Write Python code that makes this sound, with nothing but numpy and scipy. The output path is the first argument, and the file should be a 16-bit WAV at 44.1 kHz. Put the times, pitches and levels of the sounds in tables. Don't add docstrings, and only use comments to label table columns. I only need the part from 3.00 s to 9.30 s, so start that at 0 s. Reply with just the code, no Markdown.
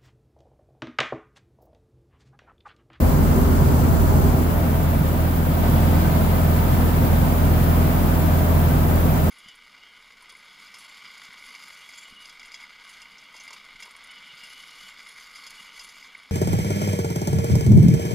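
import sys
import numpy as np
from scipy import signal
from scipy.fft import rfft, irfft
from scipy.io import wavfile

SR = 44100
rng = np.random.default_rng(int(sys.argv[2]) if len(sys.argv) > 2 else 0)


def transcribe(u):
    v = np.clip(np.atleast_2d(u).T, -1, 1)
    q = np.round(v * 32767).astype(np.int16)
    wavfile.write(sys.argv[1], SR, q)


N = 277830

# (multiple of the cycle rate [-], relative level [dB])
FIRING_ORDERS = [(2, -6.5), (3, -23.5), (4, 0), (6, -15), (7, -10), (8, -7.5), (10, -13.5), (11, -27.5),
                 (12, -15.5), (15, -24.5), (19, -24.5)]
# (frequency [Hz], rms level [dB])
BELT_WHINES = [(263.5, -38.5), (305, -45), (528, -48.5), (625, -52.5), (666, -54)]
# (frequency [Hz], half-width at half gain [Hz], rms level up close [dB])
HOLLOW_MODES = [(50.5, 5.6, -24.5), (70.5, 9.2, -25.5), (133, 26, -31), (244, 22, -29.5),
                (388.4, 15.4, -32), (457, 11, -43), (530, 40, -42), (840, 73, -37.5), (1005, 140, -36.5),
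                (1380, 210, -42.5), (4500, 640, -51.5)]
# (frequency [Hz], relative density [dB per Hz])
RUMBLE_SPECTRUM = [(20, -28), (32, -28), (44, 0), (60, -1.5), (72, -1), (88, -3.5), (110, -1.5), (132, 1),
                   (185, -6), (240, -2), (290, -8), (400, -14), (600, -20), (3000, -67)]
CLATTER_SPECTRUM = [(100, -20.5), (300, -5.5), (470, -4), (640, 0.8), (780, -3), (950, -2.5), (1100, -6.5),
                    (1320, -7.5), (1600, -12.5), (2200, -17.5), (4000, -42.5), (10000, -57)]
# (frequency [Hz], relative density [dB per Hz])
RUSH_SPECTRUM = [(800, -3.5), (2000, -1), (2900, 1.5), (3500, 0.2), (4000, -2.5), (5000, -4), (6000, -12.5),
                 (8000, -10), (12000, -36)]
SIZZLE_SPECTRUM = [(4000, -12), (5800, -2), (6700, -1.5), (7700, 0.5), (8400, -3.5), (9200, -6),
                   (10500, -3), (13000, -12)]
JET_SPECTRUM = [(7000, -40), (9200, -17), (9900, -8), (10600, -7.5), (11400, -3), (12500, -3),
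                (13500, -1.5), (14700, -0.5), (15300, 5), (15750, 1)]
# (frequency [Hz], correlation, -1 opposed to 1 alike [-])
SIDE_LIKENESS = [(60, 0.26), (170, 0.94), (260, 0.78), (400, 0.48), (600, 0.47), (850, -0.35),
                 (1500, -0.17), (2500, 0.12), (6000, -0.16), (15000, 0.054)]
# (time [s], envelope peak [dB])
BUMP_TIMES = [(0.608, -4), (1.169, -12), (1.339, -9), (2.006, -8)]
# (time [s], lag [ms])
GAUGE_LAG = [(2.3, .62), (2.7, .568), (3.1, .54), (3.5, .568), (4.0, 0.53), (4.7, .56), (5.3, .489)]

# (at the valve [dB], at the gauge [dB])
HUM_DB = (-18.5, -20.0)
RUMBLE_DB = (-18.5, -22)
CLATTER_DB = (-27, -27)
RUSH_DB = (-41, -40.5)
SIZZLE_DB = (-40, -44.5)
JET_DB = (-31, -31)

CYCLE_HZ = 20.8
PORT_PHASE = 0.4
LOW_CUT_HZ, CUTOFF_HZ = 18, 15770
BACK_AWAY_AT_S, BACK_AWAY_S = 1.446, 0.58
STEP_AT_S, STEP_S, STEP_DB = 2.58, 0.29, 2
RUSH_SWELL_DB, RUSH_SETTLE_S = 1.7, 0.76
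VALVE_LAG_MS = 0.313

TIME = np.arange(N) / SR
HZ = np.maximum(np.fft.rfftfreq(N, 1 / SR), 1)
SIDES = np.array([[1], [-1]])


def from_db(db):
    return 10 ** (np.asarray(db) / 20)


def rms_one(x):
    return x / np.sqrt(np.mean(x ** 2) + 1e-20)


def over_hz(points):
    hz, value = np.transpose(points)
    return np.interp(np.log(HZ), np.log(hz), value)


def pan(left_db):
    return from_db(SIDES * left_db / 2)


def ease(middle_s, length_s):
    progress = np.clip((TIME - middle_s) / length_s, -.5, .5)
    return (1 + np.sin(np.pi * progress)) / 2


def nearness():
    return 1 - ease(BACK_AWAY_AT_S, BACK_AWAY_S)


def heard_db(*layers):
    near = nearness()
    held_down_db = STEP_DB * (1 - ease(STEP_AT_S, STEP_S))
    return [near * valve_db + (1 - near) * gauge_db - held_down_db for valve_db, gauge_db in layers]


def drift(rate_hz):
    damping = 1 + (HZ / rate_hz) ** 2
    return rms_one(irfft(rfft(rng.standard_normal(N)) / damping, N))


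def turbulence(gain):
    shared, opposed = rfft(rng.standard_normal((2, N)))
    alike = np.clip(over_hz(SIDE_LIKENESS), -1, 1)
    both = np.sqrt(1 + alike) * shared + np.sqrt(1 - alike) * opposed * SIDES
    port_lead = np.exp(.5j * PORT_PHASE * SIDES)
    return rms_one(irfft(gain * both * port_lead, N))


def flow(spectrum, level_db, flutter_db, flutter_hz):
    level = from_db(level_db + flutter_db * drift(flutter_hz))
    return level * turbulence(from_db(over_hz(spectrum)))


def echoes(x, lags_s, shares):
    fine = signal.resample_poly(x, 4, 1, axis=1)
    out = x
    for lag_s, share in zip(lags_s, shares):
        at = np.clip(np.round(4 * SR * (TIME - lag_s)), 0, 4 * N - 1).astype(int)
        reflection = np.take_along_axis(fine, np.broadcast_to(at, x.shape), axis=1)
        out = out + share * reflection
    return out / np.sqrt(1 + sum(share ** 2 for share in shares))


def scattered(x, share, longest_s, sway_s, count):
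    sway = sway_s * drift(1.2)
    lags = []
    for _ in range(count):
        rest_lag = rng.uniform(0.000996, longest_s, (2, 1))
        lags.append(rest_lag + rng.standard_normal((2, 1)) * sway)
    signs = rng.choice([-1, 1], (count, 2, 1))
    return echoes(x, lags, signs * share / np.sqrt(count))


def hum(angle, uneven, scatter):
    out = 0
    port_lead = .5 * PORT_PHASE * SIDES
    for order, level_db in FIRING_ORDERS:
        waver = uneven * drift(5.4) * (1 if order % 2 else .5)
        start = scatter * rng.standard_normal()
        out = out + from_db(level_db) * (1 + waver) * np.cos(order * angle + port_lead + start)
    return np.sqrt(2) * out


def engine():
    hum_db, rumble_db, clatter_db = heard_db(HUM_DB, RUMBLE_DB, CLATTER_DB)
    cycle_hz = CYCLE_HZ * (1 + 0.0019 * drift(1.25))
    angle = 2 * np.pi * np.cumsum(cycle_hz) / SR
    puffs = (np.cos(2 * angle) + np.cos(4 * angle)) / 2
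    tones = from_db(hum_db) * hum(angle, uneven=0.22, scatter=0.54)
    rumble = flow(RUMBLE_SPECTRUM, rumble_db, flutter_db=0.55, flutter_hz=11) * (1 + 0.12 * puffs)
    clatter = flow(CLATTER_SPECTRUM, clatter_db, flutter_db=0.58, flutter_hz=22) * (1 + 0.037 * puffs)
    clatter = scattered(clatter, share=0.3, longest_s=.015, sway_s=0.00013, count=6)
    return (tones + rumble) * pan(left_db=-0.44) + clatter * pan(left_db=-1.0)


def whines():
    out = np.zeros(N)
    for hz, level_db in BELT_WHINES:
        phase = 2 * np.pi * hz * TIME + 1.73 * drift(2.75)
        out += from_db(level_db) * np.sqrt(2) * np.cos(phase)
    return out


def wheel_hollow():
    boom = 0
    for hz, width_hz, level_db in HOLLOW_MODES:
        resonance = 1 / (1 + ((HZ - hz) / width_hz) ** 2)
        boom = boom + from_db(level_db) * turbulence(resonance)
    return nearness() * boom


def off_wheel(x, left_share, right_share):
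    near = nearness()
    time_s, lag_ms = np.transpose(GAUGE_LAG)
    gauge_lag_ms = np.interp(TIME, time_s, lag_ms)
    heard_lag_ms = near * VALVE_LAG_MS + (1 - near) * gauge_lag_ms
    return echoes(x, [heard_lag_ms / 1000], [np.array([[left_share], [right_share]])])


def rush_swell_db():
    settling = np.exp(-np.maximum(TIME - STEP_AT_S, 0) / RUSH_SETTLE_S)
    return RUSH_SWELL_DB * ease(STEP_AT_S, STEP_S) * settling


def air():
    rush_db, sizzle_db, jet_db = heard_db(RUSH_DB, SIZZLE_DB, JET_DB)
    near = nearness()
    rush = flow(RUSH_SPECTRUM, rush_db + rush_swell_db(), flutter_db=0.55, flutter_hz=23)
    sizzle = flow(SIZZLE_SPECTRUM, sizzle_db, flutter_db=0.73, flutter_hz=21)
    jet = flow(JET_SPECTRUM, jet_db, flutter_db=0.5, flutter_hz=25)
    jet = jet * (near * pan(left_db=4.0) + (1 - near) * pan(left_db=2.0))
    jet = off_wheel(jet, left_share=.05, right_share=0.17)
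    hiss = rush * pan(left_db=2.5) + sizzle * pan(left_db=3.0) + jet
    return scattered(hiss, share=0.21, longest_s=.006, sway_s=.000015, count=7)


def bumps(low_hz, high_hz, rise_s):
    out = np.zeros(N)
    for time_s, peak_db in BUMP_TIMES:
        age = np.maximum(TIME - time_s, 0)
        swing = (np.sin(2 * np.pi * low_hz * age) + np.sin(2 * np.pi * high_hz * age)) / 2
        envelope = age / rise_s * np.exp(1 - age / rise_s)
        out += from_db(peak_db) * swing * envelope
    return out


def scene():
    return engine() + whines() + wheel_hollow() + air() + bumps(low_hz=69.4, high_hz=150.4, rise_s=0.0063)


def record(dry):
    rounded = dry / (1 + (dry / .95) ** 8) ** (1 / 8)
    faded = rounded * signal.windows.tukey(N, .001)
    low_cut = signal.butter(4, LOW_CUT_HZ, "high", fs=SR, output="sos")
    thinned = signal.sosfilt(low_cut, faded)
    top_cut = signal.firwin(1601, CUTOFF_HZ, fs=SR)
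    return signal.fftconvolve(thinned, top_cut[None], mode="same", axes=1)


dry = scene()
out = record(dry)
transcribe(out)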